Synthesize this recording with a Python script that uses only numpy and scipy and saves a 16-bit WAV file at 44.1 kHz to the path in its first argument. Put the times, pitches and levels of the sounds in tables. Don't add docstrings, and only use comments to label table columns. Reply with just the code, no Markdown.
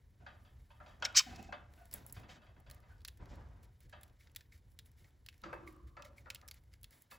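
import sys
import numpy as np
from scipy import signal
from scipy.fft import rfft, irfft
from scipy.io import wavfile
from scipy.ndimage import uniform_filter1d

SR = 44100
rng = np.random.default_rng(int(sys.argv[2]) if len(sys.argv) > 2 else 0)


def to_linear_factor(level_db):
    exponent = np.asarray(level_db, float) / 20
    return 10 ** exponent


def output_pcm(signal):
    pcm = np.clip(np.atleast_2d(signal).T, -1, 1) * 32767
    wavfile.write(sys.argv[1], SR, np.round(pcm).astype(np.int16))


N = 316638

# f/Hz, level/dB [dB per Hz]
HUSK_SPECTRUM = [(5000, -32), (7500, -7), (9000, -3), (12000, -4), (14000, -6.5), (15600, -4), (16300, -20),
                 (16800, -39)]
# f/Hz, width/Hz, level/dB
WIRE_MODES = [(578, 53, -4.5), (763, 91, 0), (966, 30, -9), (1214, 53, 0), (1560, 92, -10.5),
              (1790, 150, -3), (2630, 50, 0.5), (3030, 61, 2.5), (3282, 35, 3), (3710, 78.5, -1.5),
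              (4720, 60, 0.5), (2039, 15, -2.5), (2500, 22, -2), (3490, 35, 0)]
# f/Hz, width/Hz, level/dB
TRAY_MODES = [(336.3, 31, 2), (569, 29, 3), (1017, 76, -9), (1189, 98, 0), (1696, 31, -8), (2160, 39, -10),
              (2620, 28, -0.5), (3066, 45, -11), (4680, 56, -2), (957, 39, -2), (1367, 24, -6),
              (3500, 52, -6), (763, 28, -7.5)]


def evened(x):
    return x / np.sqrt(np.mean(x ** 2) + 1e-20)


def read(points, hz):
    f, value = np.transpose(points)
    return np.interp(np.log(hz + 1), np.log(f + 1), value)


def curve(rows, size, start):
    s, *columns = np.transpose(rows)
    return [np.interp(start + np.arange(size) / SR, s, c) for c in columns]


def add(mix, s, sound):
    part = mix[..., round(s * SR):][..., :sound.shape[-1]]
    part += sound[..., :part.shape[-1]]


def coloured(x, points):
    gain_db = np.maximum(read(points, abs(np.fft.fftfreq(4096, 1 / SR))), -90)
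    log_gain = np.log(to_linear_factor(gain_db))
    taps = np.fft.ifft(np.exp(np.conj(signal.hilbert(log_gain)))).real[:2048]
    return signal.oaconvolve(x, taps / np.linalg.norm(taps))[:len(x)]


def resonate(x, hz, width):
    r = np.exp(-np.pi * width / SR)
    if np.ndim(hz) == 0:
        pull = r * np.cos(2 * np.pi * hz / SR)
        return signal.lfilter([2 * (1 - r), -2 * (1 - r) * pull], [1, -2 * pull, r ** 2], x)
    turn = np.exp(2j * np.pi * np.cumsum(hz) / SR)
    return 2 * (turn * signal.lfilter([1 - r], [1, -r], x / turn)).real


def body(x, modes):
    return sum((-1) ** k * to_linear_factor(db) * resonate(x, hz, width) for k, (hz, width, db) in enumerate(modes))


def lumps(size, count):
    smooth = uniform_filter1d(rng.standard_normal(size), count)
    return evened(uniform_filter1d(smooth, count))


def grains(per_s, spread_db, hiss):
    size = to_linear_factor(spread_db * np.minimum(rng.exponential(1, N), 5)) * rng.choice([-1., 1.], N)
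    clicks = size * (rng.random(N) < per_s / SR)
    return evened(evened(clicks) + hiss * rng.standard_normal(N))


def moves():
    # t/s, length/s, claws on tray level/dB, jolt through the stand level/dB
    shifts = [(0.195, 0.4, -68, -59.5), (0.793, 0.31, -65, -59.5), (1, 0.24, -62, -67),
              (1.268, 0.39, -58.5, -55), (1.694, 0.35, -69, -75), (1.915, 0.3, -60.5, -55),
              (2.159, 0.37, -61.5, -61), (2.562, 0.15, -71, -63), (2.665, 0.61, -71.5, -57.5),
              (3.188, 0.19, -59.5, -54), (3.301, 0.37, -60, -51.5), (3.837, .1, -83.5, -52.5),
              (3.943, 0.2, -67, -65), (4.244, 0.18, -73.5, -78), (5.423, 0.32, -57, -59.5),
              (5.826, 0.17, -78.5, -55), (5.976, 0.56, -68, -61), (6.905, 0.17, -72.5, -73),
              (7.107, .1, -68, -75), (5.03, 0.095, -70.5, -77.5)]
    rise_s, fade_db = 0.018, -10
    out = np.zeros((2, N))
    for s, length, claws_db, jolt_db in shifts:
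        t = np.arange(round(1.5 * length * SR)) / SR
        shape = np.clip(np.minimum(t / rise_s, (1.3 - t / length) / 0.31), 0, 1)
        shape = shape * to_linear_factor(fade_db * t / length)
        add(out, s, to_linear_factor(np.array([[claws_db], [jolt_db]])) * shape)
    return out


def background():
    # f/Hz, level/dB [dB per Hz]
    rumble_spectrum = [(12, -51), (20, -22), (44, -2.5), (68, 1), (123, -6.5), (157, -20), (325, -28),
                       (387, -32), (500, -28.5), (650, -54.5), (1100, -120)]
    # f/Hz, level/dB [dB per Hz]
    scuffle_spectrum = [(71, -33.5), (120, 0.5), (220, -4), (550, -13.5), (637, -17), (738, -8.5),
                        (884, -12.5), (1540, -17.5), (3440, -34), (6000, -53.5), (7800, -67.5),
                        (13200, -120)]
    still_rumble_db, still_tray_db = -63, -80
    quiet_from_s, quiet_db = 6.88, -13
    claws, jolts = moves()
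    quieting = np.clip((np.arange(N) / SR - quiet_from_s) / 0.083, 0, 1)
    house = to_linear_factor(still_rumble_db + quiet_db * quieting)
    noise = rng.standard_normal((4, N))
    rumble = [coloured(n, rumble_spectrum) * np.hypot(house, jolts) * to_linear_factor(1.6 * lumps(N, count=1500))
              for n in noise[:2]]
    scuffle = np.array([coloured(n + 0.2 * evened(body(n, WIRE_MODES[:6])), scuffle_spectrum)
                        for n in noise[2:]])
    scuffle = scuffle * np.hypot(to_linear_factor(still_tray_db), claws) * to_linear_factor(1.5 * lumps(N, count=700))
    return rumble + scuffle


def hum(s, length, db, fade_db, modes):
    size = round(length * SR)
    level = to_linear_factor(db + fade_db * np.arange(size) / size + 4.2 * lumps(size, count=500))
    level = level * signal.windows.tukey(size, .05)
    buzz = []
    for n in rng.standard_normal((2, size)):
        once = body(n, modes)
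        narrow = evened(body(once, modes))
        buzz.append(evened(narrow + .5 * evened(once)) * level)
    return s, np.array(buzz)


def loose_parts():
    # f/Hz, width/Hz, level/dB
    bars = [(245, 110, 1), (680, 38, 3.5), (765, 60, 2.5), (1490, 65, -2), (1590, 37, -3), (1860, 30, -13),
            (2600, 84, -4)]
    starts = [.195, 1.775, 1.254, 2.895, 5.45, 5.968, 5.44]
    # length/s, level/dB, fade level/dB
    hums = [
        (0.091, -65, -7),
        (0.071, -60.5, -12),
        (0.32, -56.5, -8),
        (.08, -71, -16),
        (.6, -64, -16),
        (0.2, -61, -16.5),
        (.5, -58.5, -16),
    ]
    parts = bars[1:], bars[1:], bars, bars[3:5], TRAY_MODES[2:4], TRAY_MODES[1:2], TRAY_MODES[:1]
    out = np.zeros((2, N))
    for s, row, modes in zip(starts, hums, parts):
        add(out, *hum(s, *row, modes))
    return out


def seeds():
    # f/Hz, level/dB [dB per Hz]
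    seed_spectrum = [(700, -41), (1200, -8.5), (1700, -1.5), (2190, 0.5), (2600, -6.5), (5000, -5),
                     (8000, -11), (9500, -42.5)]
    # t/s, length/s, seed level/dB, husk fizz level/dB
    shuffles = [(1.936, 0.11, -65, -78), (0.856, 0.11, -71, -88), (0.24, 0.9, -88, -89),
                (0.594, 0.56, -85, -99), (2.722, 0.074, -71, -81), (2.877, 0.1, -75.5, -85.5),
                (4.01, 0.094, -73, -86), (4.361, 0.081, -72.5, -79), (5.29, 0.21, -76.5, -87),
                (5.55, 0.051, -83, -90), (6.36, 0.088, -74, -89), (1.073, 0.1, -58, -92),
                (1.18, 0.36, -53.5, -76), (1.685, 0.47, -74, -78), (1.917, 0.082, -67.5, -56),
                (2.061, 0.059, -75, -60.5), (2.129, 0.11, -64, -70), (2.279, 0.11, -55.5, -77),
                (3.271, 0.12, -63.5, -92), (3.624, 0.042, -68.5, -70.5), (3.799, 0.089, -69.5, -79.5),
                (3.886, 0.061, -69, -81), (4.183, 0.11, -65, -75), (4.51, 0.1, -66, -74.5),
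                (4.702, 0.054, -100, -80), (4.847, 0.059, -74, -72.5), (4.959, 0.16, -70, -76),
                (5.53, 0.024, -80, -69), (5.66, 0.086, -68, -69), (5.866, 0.042, -67.5, -79),
                (6.039, 0.059, -58, -72), (6.159, 0.075, -66.5, -72), (6.305, 0.029, -66.5, -74),
                (6.531, 0.072, -63, -79), (6.711, 0.064, -71, -87), (6.897, 0.17, -66.5, -69),
                (7.098, 0.086, -57.5, -61.5)]
    still_wires_db, rustle_db, hiss_db = -87, -24.5, -89
    stir = to_linear_factor(still_wires_db) + to_linear_factor(rustle_db) * moves()[0]
    fizz = np.full(N, to_linear_factor(hiss_db))
    for s, length, seed_db, husk_db in shuffles:
        t = np.arange(round(length * SR)) / SR
        drag = signal.windows.tukey(len(t), .5) * to_linear_factor(4.5 - 17.0 * t / length)
        add(stir, s, to_linear_factor(seed_db - 9.0) * drag)
        add(fizz, s, to_linear_factor(husk_db - 2.5) * drag)
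    flicker = to_linear_factor(1.6 * np.array([lumps(N, count=500), lumps(N, count=500)]))
    slide = grains(900, 3.5, hiss=4.4)
    slide = slide + 0.14 * evened(body(slide, WIRE_MODES[5:]))
    crackle = grains(1200, 3.0, hiss=2.2)
    sliding = flicker[0] * coloured(slide, seed_spectrum) * stir
    return sliding + flicker[1] * coloured(crackle, HUSK_SPECTRUM) * fizz


def knocks(events, modes, share):
    # f/Hz, level/dB [dB per Hz]
    thud_spectrum = [(150, -25.5), (400, -14), (540, -0.5), (1000, 1.5), (1700, 0.5), (2200, -6),
                     (3200, -28.5), (5000, -69)]
    # f/Hz, level/dB [dB per Hz]
    clang_spectrum = [(1200, -42.5), (2200, -3), (2700, -4), (4000, -5), (5500, -11.5), (7500, -17.5),
                      (9000, -46.5)]
    choke_db, choke = -41.5, 0.24
    t = np.arange(17000) / SR
    dull, ringing = np.zeros((2, 2, 2, N))
    ring_slope, ring_db = np.array([[0.55, 0.4], [0.1, 2.5]])[:, :, None, None]
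    noises = rng.standard_normal((len(events), 2, 2, len(t)))
    for (s, db, treble_db, t60, hz), noise in zip(events, noises):
        unevenness = 2.0 * lumps(len(t), count=200) * np.minimum(t / 0.018, 1)
        blow = noise * np.minimum(t / 0.0008, 1) * to_linear_factor(db + unevenness)
        blow[1] *= to_linear_factor(treble_db - 60 * t / 0.42)
        ring = share * to_linear_factor(-choke * max(db - choke_db, 0))
        fall_db = -60 * t / t60
        fall = to_linear_factor(fall_db) + 0.5 * to_linear_factor(8.0 * fall_db)
        add(dull, s, blow * fall * (1 - 0.47 * np.clip(ring, 0, 1)))
        add(ringing, s, blow * to_linear_factor(ring_slope * fall_db + ring_db) * ring)
        add(dull[0], s, 8.1 * ring * resonate(blow[0] * to_linear_factor(1.1 * fall_db), hz, 70))
    rung = dull + 6.25 * body(ringing, modes)
    return to_linear_factor(-10.5) * np.array([coloured(low, thud_spectrum) + coloured(high, clang_spectrum)
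                                  for low, high in zip(*rung)])


def cage_blows():
    # t/s, peak level/dB, treble level/dB, rattle t60/s, struck tone f/Hz
    wall_blows = [(0.263, -42.5, -10, 0.13, 1480), (0.448, -61, -4, 0.18, 1310),
                  (0.703, -56.5, -6.5, 0.22, 945), (0.801, -47, -22, 0.12, 1360),
                  (0.861, -54.5, -3.5, 0.25, 976), (0.864, -55, -14, 0.25, 580),
                  (0.27, -57, -4.5, 0.3, 770), (0.355, -67, -8, .15, 1190), (1.023, -26, -6.5, 0.081, 1430),
                  (1.524, -29.5, -13, 0.053, 1582), (1.936, -48.5, -9, 0.063, 572),
                  (2.164, -46.5, -7.5, 0.093, 665), (2.232, -51.5, -9.5, 0.13, 1450),
                  (2.291, -47.5, -3.5, 0.12, 560), (2.417, -58, -6.5, 0.21, 1470),
                  (2.489, -57, -15, 0.055, 557), (2.663, -55, -7.5, 0.36, 577),
                  (1.305, -52, -11, 0.18, 2600), (1.785, -59, -23, 0.1, 754), (2.355, -59, -5, 0.1, 1450),
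                  (2.465, -60, -3.5, 0.09, 2050), (2.562, -60, -13, 0.19, 2084),
                  (2.828, -61, -11, 0.25, 2060), (2.893, -59, -15, 0.14, 1590), (2.93, -64, -9, 0.067, 960),
                  (3.9255, -46.5, -7.5, 0.16, 1590)]
    # t/s, peak level/dB, treble level/dB, rattle t60/s, struck tone f/Hz
    tray_blows = [
        (3.2, -57, -26, 0.14, 564),
        (5.44, -50.5, -19.5, 0.39, 329.6),
        (5.531, -42.5, -24, .12, 530),
        (3.41, -56, -20, .15, 540),
        (5.436, -40, -5, 0.24, 1320),
        (5.528, -29, -21, 0.064, 1590),
        (5.967, -43, -11.5, 0.18, 1350),
        (6.258, -45.5, -17.5, 0.15, 1400),
        (6.425, -51, -23, 0.13, 1244),
        (7.112, -44.5, -1.5, 0.078, 2160),
    ]
    return knocks(wall_blows, WIRE_MODES, share=0.4) + knocks(tray_blows, TRAY_MODES, share=0.36)


def pecks():
    # f/Hz, level/dB [dB per Hz]
    cup_spectrum = [(400, -33), (900, -16.5), (1500, -6.5), (1900, -2), (3000, -3), (5000, -2), (7500, -8),
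                    (9500, -27.5)]
    # t/s, peak level/dB, husk snap level/dB, cup tone f/Hz, thinness of the snap level/dB
    hard_pecks = [(1.022, -44, -69, 5590, -9), (1.9105, -52.5, -57.5, 5400, .1), (1.937, -51, -38, 3400, 2),
                  (2.0625, -65, -51, 3580, 1), (2.095, -55, -64.5, 5370, -5),
                  (2.1235, -61, -43.5, 6800, -1), (2.7095, -49, -53, 4170, 2),
                  (3.047, -36.5, -52.5, 4200, 2), (3.0809, -38.5, -50, 3720, .1),
                  (4.0305, -52.5, -53, 3520, -2), (4.3592, -36, -44, 3600, 3), (4.406, -49, -69, 1684, 3.),
                  (4.7875, -43, -54, 3600, 2.5), (5.2605, -48, -59.5, 4680, 3.5),
                  (5.2845, -42.5, -60.5, 2900, 3.), (6.02, -44.5, -65, 2550, .1),
                  (6.3, -32, -47.5, 2536, 0), (6.3455, -43, -48, 3800, 1.5), (6.3545, -43, -71, 2900, .1),
                  (6.4766, -53, -56.5, 4350, 5.), (6.483, -44, -51.5, 5600, .1),
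                  (6.5099, -41.5, -50, 4500, -6), (6.8295, -56, -54.5, 3760, 2),
                  (6.8408, -46.5, -55.5, 3580, .1)]
    # t/s, peak level/dB, husk snap level/dB, tone f/Hz
    ticks = [(1.358, -48, -63, 5500), (1.425, -51.5, -62.5, 6450), (1.927, -46, -62.5, 4800),
             (2.7445, -67, -65, 6540), (2.801, -68, -72.5, 5510), (2.979, -68, -80, 5500),
             (3.004, -64, -78, 3800), (3.015, -64, -76, 4500), (3.355, -68, -70, 7500),
             (3.408, -73, -86, 5500), (3.485, -74.5, -80, 6000), (3.63, -62.5, -72, 7530),
             (4.0097, -63, -63, 3500), (4.0775, -69.5, -72, 3500), (4.095, -68, -85, 3000),
             (4.295, -66, -85, 3000), (4.314, -72, -73.5, 6000), (4.575, -68, -74, 4500),
             (4.7, -80, -76, 6000), (4.716, -74, -75, 6000), (4.914, -71, -71, 6000),
             (.998, -66, -85, 6500), (4.857, -65, -71, 3790), (5.104, -70, -80, 3000),
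             (5.294, -59, -71, 3500), (5.3397, -62, -74, 2200), (5.377, -68, -73, 5940),
             (5.415, -63, -70, 4000), (5.724, -74, -69, 4500), (5.762, -81, -74, 5040),
             (6.049, -58, -63, 3500), (6.728, -65, -74, 2500), (6.811, -77, -75, 6020),
             (6.906, -68, -64.5, 5000)]
    # t/s, peak level/dB, husk snap level/dB
    nibbles = [(1.124, -56, -74), (1.735, -61, -68.5), (1.8535, -60.5, -62), (2.196, -63.5, -68),
               (2.5994, -79, -69.5), (2.6971, -52.5, -61), (3.076, -55, -49), (3.1714, -62, -66),
               (3.2545, -57, -73), (3.803, -64, -63), (3.894, -62, -66), (4.27, -58.5, -91),
               (4.347, -56, -66), (5.325, -60, -79), (5.528, -63, -70.5), (6.412, -55.5, -71),
               (6.5405, -61, -61.5), (6.6352, -69.5, -74), (6.7351, -53, -66), (7.019, -65.5, -56.5)]
    # t/s, peak level/dB, bowl tone f/Hz
    touches = [
        (2.667, -67.5, 2660),
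        (4.2065, -62.5, 2300),
        (4.52, -56, 2160),
        (5.0419, -57, 2120),
        (5.674, -51.5, 2153),
        (6.0466, -52, 2085),
        (6.1792, -54.5, 2190),
    ]
    nibble_hz, snap_lag_s = 1720, .002
    t, cup, husk = np.arange(4000) / SR, np.zeros(N), np.zeros(N)
    blows = hard_pecks + [(*row, 0) for row in ticks] + [(*row, nibble_hz, 0) for row in nibbles]
    shape = to_linear_factor(-60 * t / 0.024) + to_linear_factor(-25.0 - 60 * t / 0.19)
    noises = rng.standard_normal((len(blows), 2, len(t)))
    for (s, db, snap_db, hz, thin_db), noise in zip(blows, noises):
        burst = noise * shape * to_linear_factor(2.0 * lumps(len(t), count=30))
        burst[:, 0] = 7.0
        add(cup, s + 0.0027, to_linear_factor(db - 11.5) * (burst[0] + 2.1 * resonate(burst[0], hz, 680)))
        thin = burst[1] + (to_linear_factor(thin_db) - 1) * resonate(burst[1], 14800, 2840)
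        add(husk, s + snap_lag_s, to_linear_factor(snap_db + 1 - 60 * t / 0.12) * thin)
    for (s, db, hz), noise in zip(touches, rng.standard_normal((len(touches), len(t)))):
        touch = noise * to_linear_factor(db - 60 * t / 0.056) * np.minimum(t / 0.0023, 1)
        bowl = resonate(resonate(touch, hz, 420), hz, 420)
        add(cup, s, to_linear_factor(9.0) * bowl + to_linear_factor(-9.0) * touch)
    return coloured(cup, cup_spectrum) + coloured(husk, HUSK_SPECTRUM)


def squawk(rows, slack_hz, strained_hz):
    # f/Hz, width/Hz, level/dB
    partials = [(1150, 300, 6), (2300, 420, 5.5), (3096, 190, 1.5), (3800, 239, 3), (4550, 170, -0.5),
                (5260, 120, 4.5), (5750, 170, -1.5), (6350, 490, 2), (8140, 1000, 2.5)]
    # f/Hz, width/Hz, level/dB
    throat_modes = [(1360, 1700, 0.5), (2620, 2580, 6.5), (7400, 1000, -21)]
    shut_hz, throat_db_per_khz = 4500, -7.5
    strain_db, strain_span_db, merge_db = -36, 7.5, -25
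    tone_db, grunt_db, shrill_db = -4.5, -8, -21.5
    start = rows[0][0]
    size = round((rows[-1][0] - start) * SR)
    effort_db, beak_hz = curve(rows, size, start)
    throat_db = throat_db_per_khz * (beak_hz - shut_hz) / 1000

    turns = np.cumsum(310 * (1 + 0.34 * lumps(size, count=120))) / SR
    merging = np.clip((np.maximum.accumulate(effort_db) - merge_db) / 5, 0, 1)
    bursts = 0.2 + np.exp(-(turns % 1) / (0.22 + 1.5 * merging))
    air = rng.standard_normal((2, size)) * bursts

    rasp = evened(body(air[0], partials)) + .25 * evened(air[0])
    strain = np.clip((effort_db - strain_db) / strain_span_db, 0, 1)
    pitch = slack_hz + (strained_hz - slack_hz) * strain
    rasp = rasp + to_linear_factor(tone_db) * evened(sum(resonate(air[1], k * pitch, 150) for k in range(1, 6)))

    beak = evened(resonate(resonate(rasp, beak_hz, 1900), beak_hz, 1900))
    voice = beak + to_linear_factor(throat_db) * evened(body(rasp, throat_modes))
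    voice = voice / np.sqrt(1 + to_linear_factor(2 * throat_db))
    grunt = evened(resonate(air[0], .92 * pitch, 180))
    voice = voice + to_linear_factor(grunt_db) * (1 - strain) * grunt
    voice = voice / np.sqrt(uniform_filter1d(voice ** 2, size=260))
    voice = signal.lfilter(*signal.butter(6, 8600, fs=SR), np.tanh(voice / 2.4) * 2.6)
    voice = voice + to_linear_factor(shrill_db) * evened(coloured(air[1], HUSK_SPECTRUM))
    return start, to_linear_factor(effort_db) * voice * signal.windows.tukey(size, .1)


def parrot():
    # t/s, effort level/dB, beak resonance f/Hz
    squawks = [
        [(1.04, -56.5, 5500), (1.049, -43, 5550), (1.052, -28, 5300), (1.057, -32, 4940), (1.061, -37.5, 4450),
         (1.072, -59.5, 4000)],
        [(1.144, -50.5, 4500), (1.154, -37, 4900), (1.163, -28.5, 5500), (1.173, -17, 5900), (1.184, -22, 5700),
         (1.196, -22, 5520), (1.2, -33, 4960), (1.211, -37.5, 4598), (1.216, -47, 4500)],
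    ]
    # slack f/Hz, strained f/Hz
    pitches = [(1810, 1910), (1210, 1560)]
    voice = np.zeros(N)
    for rows, pitch in zip(squawks, pitches):
        add(voice, *squawk(rows, *pitch))
    return signal.lfilter(*signal.butter(3, 800, "high", fs=SR), voice)


def room(x):
    # f/Hz, t60/s
    decay = [(200, 0.5), (1000, 0.44), (3000, 0.36), (6000, 0.14), (12000, 0.36)]
    taps = np.zeros((2, SR))
    slots = np.arange(300, SR - 20, 20)
    at = slots + rng.integers(0, 20, (2, len(slots)))
    np.put_along_axis(taps, at, rng.choice([-1., 1.], at.shape), 1)
    hz, t, z = signal.stft(taps, SR, nperseg=256)
    tail = signal.istft(z * to_linear_factor(-60 * t / read(decay, hz)[:, None]), SR, nperseg=256)[1]
    return signal.fftconvolve(x[None], tail / np.linalg.norm(tail[0]), axes=1)[:, :N]


def wide(x, y):
    # f/Hz, left-right likeness [0 to 1]
    likeness = [(30, 1), (130, 0.96), (300, .78), (700, 0.8), (1300, 0.32), (2200, 0.82), (3500, 0.97),
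                (5000, 1)]
    same = np.clip(read(likeness, np.fft.rfftfreq(N, 1 / SR)), 0, 1)
    mid = rfft(x) * np.sqrt((1 + same) / 2)
    side = rfft(y) * np.sqrt((1 - same) / 2)
    return irfft([mid + side, mid - side], N)


def ports(pair):
    # f/Hz, phase [half turns]
    port_lead = [(500, 0), (1300, .13), (2500, .07), (7450, -.03), (7800, -.36), (8790, -.92),
                 (9560, -1.21), (10800, -1.91), (11500, -2.13), (12900, -2.83), (13700, -3.17),
                 (14800, -3.85), (15500, -4.04), (17000, -4)]
    lead = np.exp(.5j * np.pi * read(port_lead, np.fft.rfftfreq(N, 1 / SR)))
    return irfft(rfft(pair) * [lead, 1 / lead], N)


def scene():
    cage = loose_parts() + cage_blows()
    taps = pecks()
    voice = parrot()
    tails = room(to_linear_factor(-20.0) * voice + to_linear_factor(-20.5) * taps + to_linear_factor(-7.0) * cage[0])
    return voice + taps + seeds() + wide(*(cage + tails + background()))


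def band_limit(x):
    return signal.sosfilt(signal.butter(12, 16840, fs=SR, output="sos"), x)


def record(dry):
    edge = signal.firwin(511, 16850, window=("kaiser", 9), fs=SR)
    mix = signal.oaconvolve(ports(dry), edge[None], "same")
    return band_limit(mix)


dry = scene()
out = record(dry)
output_pcm(out)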